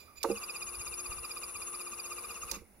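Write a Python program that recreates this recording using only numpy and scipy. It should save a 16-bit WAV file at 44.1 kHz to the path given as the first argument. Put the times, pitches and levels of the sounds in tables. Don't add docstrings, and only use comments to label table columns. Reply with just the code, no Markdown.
import sys
import numpy as np
from scipy import signal
from scipy.fft import rfft, irfft
from scipy.io import wavfile
from scipy.ndimage import uniform_filter1d

SR = 44100
rng = np.random.default_rng(int(sys.argv[2]) if len(sys.argv) > 2 else 0)


def wav_record(signal):
    frames = np.transpose(np.atleast_2d(signal))
    bounded = np.clip(frames, -1, 1)
    quanta = np.round(bounded * 32767).astype(np.int16)
    wavfile.write(sys.argv[1], SR, quanta)


def natural_amplitude(level_db):
    exponent = np.asarray(level_db, float) / 20
    return 10 ** exponent


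N = 123480
SHAFT_HZ = 16.02
ON_S, OFF_S, COAST_S = 0.222, 2.505, 0.03
FLICKER_DB = 1.5
PORTS = np.array([[1], [-1]])


def table(rows, hz):
    r = np.array(rows, float)
    return np.interp(np.log(hz + 1), np.log(r[:, 0]), r[:, 1])


def walk(rate):
    k = int(SR / rate)
    steps = np.repeat(rng.standard_normal(N // k + 1), k)
    return 1.53 * uniform_filter1d(uniform_filter1d(steps, k), k)[:N]


def swell(x, width):
    return np.exp(-.5 * (x / width) ** 2)


def pan(db):
    return natural_amplitude(PORTS * db / 2)


# f/Hz, level/dB
BALANCE = [(60, 4), (380, -11), (1500, -3), (4400, -10.5), (9000, -6.5), (15000, 4)]
# f/Hz, likeness (0 to 1)
LIKENESS_OF_PORTS = [(60, 0.81), (300, 0.8), (1200, 0.49), (3000, 0.2), (8000, 0.085), (16000, 0.039)]


def stereo(db_of):
    hz = np.arange(N // 2 + 1) * SR / N
    noise = rng.standard_normal((2, N))
    mid, side = rfft(noise)
    alike = np.clip(table(LIKENESS_OF_PORTS, hz), 0, 1)
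    mixed = np.sqrt(1 + alike) * mid + PORTS * np.sqrt(1 - alike) * side
    out = irfft(mixed * natural_amplitude(db_of(hz)) * pan(table(BALANCE, hz)), N)
    return out / np.sqrt(np.sum(out ** 2) / np.sum(noise ** 2))


def tone(phase, pan_db, lead):
    return np.sqrt(2) * pan(pan_db) * np.sin(phase + PORTS * lead / 2)


# place in multiples of the drive frequency, level/dB, left-right/dB
SIDEBANDS = [(-13, -75, 6), (-11, -76, -3), (-7, -68, 2), (-5, -55, 10), (-1, -55, 4), (1, -52, 10),
             (5, -56, 4), (7, -69, 8), (11, -68, 3), (13, -68, 14), (17, -65, 10), (19, -67, 13),
             (23, -68, 3), (25, -72, 5), (29, -66, 7), (35, -72, 4)]
# f/Hz, level/dB
IDLE_LINES = [(9900, -84), (9970, -80), (9998, -74), (10099, -79)]
# t/s, level/dB
WHINE_NEARNESS = [(.3, -2), (.55, -2), (.62, 0), (1.1, 1), (1.25, -1), (1.75, 1), (1.95, -1.5), (2.2, -0.5),
                  (2.5, -4.5)]


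def whine(t):
    carrier_hz, drive_hz = 10000.3, 32.41
    wander_db, wander_rad = 1.8, .5
    run = 0
    for multiple, db, pan_db in SIDEBANDS:
        hz = carrier_hz + round(multiple) * drive_hz
        level = natural_amplitude(db + wander_db * np.array([walk(5.4), walk(6.77)]))
        phase = 2 * np.pi * (hz * t + rng.random()) + wander_rad * walk(5.47)
        run = run + level * tone(phase, pan_db, -1.35 + 2 * wander_rad * walk(3.88))
    hum_phase = 2 * np.pi * 352.7 * t + 1.3 * walk(7.27)
    run = run + natural_amplitude(-64.5 + 1.6 * walk(10.55)) * tone(hum_phase, -8, -0.14)
    idle = 0
    for hz, db in IDLE_LINES:
        phase = 2 * np.pi * hz * t + 0.7 * walk(48)
        idle = idle + natural_amplitude(db + 1.1 * walk(30.7)) * tone(phase, 8.6, 0.88)
    rise_s, fall_s = 0.092, 0.0061
    on = np.clip((t - ON_S) / rise_s, 0, 1) * np.exp(-np.maximum(t - OFF_S, 0) / fall_s)
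    near_db = np.interp(t, *np.array(WHINE_NEARNESS).T)
    return natural_amplitude(1.23 + near_db) * on * run + (1 - on) * idle


# f/Hz, peak level/dB, place in the turn, length in turns, glide share per turn
SQUEAL_PARTIALS = [(1193, -49, -0.015, 0.078, -0.077), (2455, -47, -0.012, 0.079, -0.122),
                   (2728, -51.5, -0.21, 0.086, -0.2256), (4832, -50.5, 0.065, 0.057, -0.011),
                   (5120, -54, 0.166, 0.017, 0.06), (6570, -52.5, -0.15, 0.11, -0.014),
                   (7270, -61, 0.051, 0.078, -0.062), (12170, -59, 0.087, 0.079, -0.026),
                   (3760, -64.5, -0.058, 0.14, -0.049), (5490, -65, -0.26, 0.086, 0.034)]
# left-right/dB, left leads/rad, roughness/rad
SQUEAL_PLACES = [(-1.5, 0.73, 0.57), (0.4, -1.44, 0.59), (1, -0.63, 1.37), (-11, -1.7, 0.59),
                 (-8.5, 1.5, 2.1), (4.5, 3, 0.76), (-12, -3, 0.5), (11, -0.6, 5.1), (-9.5, -2.5, 3.1),
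                 (-8, 1, 3.5)]
# low hum level/dB, squeal level/dB, whistle level/dB, scrape level/dB
TURN_LEVELS = [(1, 0, 2, 3), (-4, 0.5, 1, 6), (0, 3.5, 1, 3.5), (-2.5, 6.5, -4, 2), (1, 5, -4, 2.5),
               (-2, 5, -2, 2), (-3, -2, 6.5, 2.5), (-1, 2, -8, -2), (-4, 1.5, 7.5, -0.5),
               (3.5, 3.5, 5.5, -4), (-4.5, 3, -4, 1.5), (-1.5, 0, 14, -2.5), (-0.5, 0, 0, -5),
               (4, -1, 1.5, 4), (1, -2.5, -4, -2), (3.5, 2.5, -7, 3.5), (-6, 5.5, -3, -6),
               (4.5, 5.5, -13, -8), (-0.5, 5, -1, -4), (-6, -12, 1, -5), (4, 0, 1, -0.5), (0.5, 3.5, 1, -2),
               (0.5, -23, 4, 1.5), (4, 1.5, -4, -6), (-2, 3.5, -7, -1), (0, -2.5, -2, -6),
               (2.5, -4, 5.5, -5), (-5, 3, -2, -1.5), (-4, -0.5, 6, 1.5), (3.5, 3, 2, 0.5),
               (1.5, -1.5, -4, -1.5), (3.5, -4.5, -5, -9), (1.5, 0, -3, 1), (-1, -11, 2, 4),
               (4, -11, 8.5, 2.5), (-1, -1.5, -7, -3), (-9, -4, 7.5, -2.5)]
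PARTIAL_STRANDS = [(0, 1), (1, .55), (3, 1), (1, 1), (1, .7), (2, 1), (1, .5), (1, .4), (1, .4), (2, .5)]


def squeal(t):
    first_turn, last_turn_s = 5, 2.56
    jitter_turns, own_scatter_db = .012, 1
    turns = np.array(TURN_LEVELS, float)
    coast_db = np.maximum(t - last_turn_s, 0) / COAST_S * 20
    shared_jitter = rng.standard_normal(50)
    out = 0
    for partial, side, strand in zip(SQUEAL_PARTIALS, SQUEAL_PLACES, PARTIAL_STRANDS):
        hz, db, place, length, glide = partial
        pan_db, lead, rough = side
        column, share = strand
        turn = SHAFT_HZ * t - place + .5
        k = turn.astype(int)
        own_level, own_pitch, own_jitter = rng.standard_normal((3, 50))
        p = turn % 1 - .5 + jitter_turns * (shared_jitter[k] + own_jitter[k])
        shape = swell(p, length) + 0.24 * swell(p - 2 * length, 2 * length)
        turn_db = share * turns[np.clip(k - first_turn, 0, len(turns) - 1), int(column)]
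        level_db = db + turn_db - coast_db + own_scatter_db * own_level[k] + FLICKER_DB * walk(250)
        pitch = hz * (1 + glide * p + 0.0037 * own_pitch[k])
        phase = 2 * np.pi * np.cumsum(pitch) / SR + rough * walk(200)
        out = out + shape * natural_amplitude(level_db) * tone(phase, pan_db, lead + 0.2 * rough * walk(60.3))
    return out * (t > ON_S + .05)


# f/Hz, level/dB per Hz
HISS_COLOUR = [(88, -47), (150, -15.5), (1190, -8), (4950, -16), (8400, -12.5), (10200, -3.5), (16000, -24)]
# f/Hz, width/Hz, level/dB
HOUSING_MODES = [(475.6, 116, 12.5), (208, 49, 10.5), (1180, 468, 14.5), (2627, 580, 9.5), (4820, 490, 2.5),
                 (6900, 1050, 5.5), (10000, 1700, -2), (12300, 1500, 5), (5900, 1100, 1.5)]


def hiss(t):
    def colour(hz):
        modes = sum(db / (1 + (2 * (hz - f) / width) ** 2) for f, width, db in HOUSING_MODES)
        return table(HISS_COLOUR, hz) + modes - 30 * (hz < 140)

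    on = np.clip((t - ON_S) / 0.012, 0, 1) * np.exp(-np.maximum(t - OFF_S - .05, 0) / COAST_S)
    breath_db = 1.55 * np.cos(2 * np.pi * (SHAFT_HZ * t + 0.12))
    return natural_amplitude(-49.5 + breath_db + .8 * walk(24.89)) * on * stereo(colour)


# t/s, level/dB, push length/s, which ring
CASE_BLOWS = [(0.2424, -27, 0.00048, 0), (.244, -31.5, 0.00069, 0), (.247, -24, 0.00049, 0),
              (.251, -25.5, 0.00019, 0), (.288, -37, 0.0012, 1), (0.2993, -34, 0.00092, 1),
              (0.3019, -29, 0.001, 1), (0.317, -37.5, 0.00061, 1), (2.52, -39, 0.0011, 0),
              (2.529, -46.5, 0.0024, 1), (2.544, -48, 0.0035, 1), (2.566, -40, 0.0036, 1),
              (2.618, -51.5, 0.0021, 1)]
# f/Hz, level/dB, time to fall 60 dB/s
CASE_RINGS = [
    [(350.5, -3.5, 0.086), (461, -12.5, 0.29), (540.6, -4.5, 0.14), (710, -21.5, 0.11), (915, 2.5, 0.049),
     (1138, -1.5, 0.07), (1370, -20, 0.056)],
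    [(209.5, -5.5, 0.16), (371.5, 4.5, 0.048), (464, 1.5, 0.15), (528, -2, 0.1), (790, -9, 0.0705),
     (1350, -13, 0.05)],
]


def case(t):
    low_cut_hz = 330, 170
    u = t[:SR // 3]
    out = np.zeros(N)
    for s, db, push, which in CASE_BLOWS:
        ring = 0
        for f, g, t60 in CASE_RINGS[int(which)]:
            ring = ring + natural_amplitude(g) * np.exp(-np.log(1000) * u / t60) * np.sin(2 * np.pi * f * u)
        i, n = int(s * SR), int(push * SR) + 3
        ring = np.convolve(ring, np.hanning(n) * 2 / n)[:min(len(u), N - i)]
        low_cut = signal.butter(6, low_cut_hz[int(which)], "high", fs=SR, output="sos")
        out[i:i + len(ring)] += natural_amplitude(db) * signal.sosfilt(low_cut, ring)
    return np.array([np.roll(out, 2), out]) * pan(-6.5)


# t/s, level/dB, scatter/s, tail/s
BUTTON_CLICKS = [
    (.2305, -31, 0.0048, 0.024),
    (2.5127, -30.5, 0.005, 0.03),
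]
# f/Hz, level/dB
CLICK_COLOUR = [(880, -34), (1500, -21), (3030, -15.5), (4590, -10.5), (9000, -12.5), (14600, -20),
                (16000, -20)]


def clicks(t):
    env = 0
    for s, db, scatter, tail in BUTTON_CLICKS:
        flurry = np.exp(-((t - s - scatter / 2) / scatter) ** 4)
        env = env + natural_amplitude(db) * (t > s) * (flurry + 0.31 * np.exp(-np.maximum(t - s, 0) / tail))
    return env * natural_amplitude(walk(3000)) * stereo(lambda hz: table(CLICK_COLOUR, hz))


# t/s, level/dB, length/s, whistle level/dB, low groan level/dB
CREEP_SQUEAKS = [
    (.008, -58.5, 0.009, -11, -11),
    (.028, -65, .008, 1, -18),
    (0.056, -68.5, 0.012, -7, -5),
    (.075, -73, 0.0099, -18, 1),
    (0.096, -75, .012, -20, 13.5),
    (0.132, -76.5, 0.017, -20, 8.5),
    (0.162, -66, 0.0042, -9, -2),
    (0.181, -57.5, 0.008, 7, -12),
    (.21, -60, 0.0083, -20, -17),
    (0.222, -61, .004, -8, -10),
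]
# f/Hz, level/dB
SQUEAK_TONES = [(2415, 1), (4860, -2), (3990, -23), (12100, -5.5)]


def creep(t):
    def rough(hz):
        phase = 2 * np.pi * hz * t + 1.5 * walk(144.8)
        return natural_amplitude(FLICKER_DB * walk(111)) * tone(phase, -8.5, -1.46)

    rub = natural_amplitude(-2) * stereo(lambda hz: -10 * np.abs(np.log2((hz + 1) / 3500)))
    body = rub + sum(natural_amplitude(db) * rough(hz) for hz, db in SQUEAK_TONES)
    whistle, groan = rough(7090), rough(1205)
    out = 0
    for s, db, length, whistle_db, groan_db in CREEP_SQUEAKS:
        sound = body + natural_amplitude(whistle_db) * whistle + natural_amplitude(groan_db) * groan
        out = out + natural_amplitude(db) * swell(t - s, length) * sound
    return out


def rundown(t):
    cut_hz, rest_hz, rub_db, fade_s = 2500, 2150, -60, .05
    hum_hz, hum_db = 200, -69
    u = np.maximum(t - OFF_S - .04, 0)
    hz = rest_hz + (cut_hz - rest_hz) * np.exp(-u / 0.073)
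    rub_phase = 2 * np.pi * np.cumsum(hz) / SR + 3.1 * walk(250)
    rub = natural_amplitude(rub_db + 3 * walk(90)) * np.exp(-u / fade_s) * tone(rub_phase, 0, -0.74)
    hum_phase = 2 * np.pi * hum_hz * t + 1.7 * walk(30)
    hum = natural_amplitude(hum_db + 1.4 * walk(24.86)) * tone(hum_phase, -7.5, 0)
    return np.clip(u / 0.022, 0, 1) * (rub + hum)


# t/s, level/dB, f/Hz
LOOSE_TICKS = [
    (2.343, -47, 5600),
    (.507, -55, 12000),
]


def ticks(t):
    out = 0
    for s, db, hz in LOOSE_TICKS:
        env = natural_amplitude(db) * (t > s) * np.exp(-np.maximum(t - s, 0) / .004)
        out = out + env * stereo(lambda f: -22 * np.abs(np.log2((f + 1) / hz)))
    return out


# t/s, level/dB, length/s
FINGER_BUMPS = [(0.312, -58, 0.055), (0.63, -61.5, 0.04), (0.794, -50.5, 0.015), (0.893, -54.5, 0.029),
                (1.023, -62, 0.029), (1.109, -51, 0.012), (1.177, -56, 0.033), (1.554, -62, 0.051),
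                (2.292, -72, 0.02), (2.45, -55.5, 0.014), (2.539, -52, 0.017), (2.602, -56, 0.016)]


def rumble(t):
    colour = [(20, -7.5), (55, 4.0), (85, -2.5), (130, -14), (400, -61)]  # f/Hz, level/dB
    env = natural_amplitude(-67) + sum(natural_amplitude(db) * swell(t - s, length) for s, db, length in FINGER_BUMPS)
    return env * stereo(lambda hz: table(colour, hz)) * pan(-9)


# f/Hz, level/dB per Hz
ROOM_COLOUR = [(60, -11), (130, -8), (220, -3), (480, -5.5), (1250, -11.5), (2200, -12), (4000, -25.5),
               (16000, -16)]


def room():
    return natural_amplitude(-63.5 + .8 * walk(5.6)) * stereo(lambda hz: table(ROOM_COLOUR, hz) - 20 * (hz < 100))


def scene():
    t = np.arange(N) / SR
    motor = whine(t) + squeal(t) + hiss(t) + creep(t) + rundown(t)
    knocks = case(t) + clicks(t) + ticks(t)
    return motor + knocks + rumble(t) + room()


def low_pass(x):
    return signal.sosfilt(signal.butter(12, 16970, fs=SR, output="sos"), x)


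# f/Hz, width/Hz, level/dB
MIC_DIPS = [(3147, 365, -15), (8330, 1700, -9.5), (1770, 315, -5)]


def record(dry):
    hz = np.arange(N // 2 + 1) * SR / N
    dips = sum(db * np.exp(-(2 * (hz - f) / width) ** 2) for f, width, db in MIC_DIPS)
    top_loss = np.maximum(hz - 15800, 0) / 8
    mix = irfft(rfft(dry) * natural_amplitude(dips - top_loss), N)
    return low_pass(mix)


dry = scene()
out = record(dry)
wav_record(out)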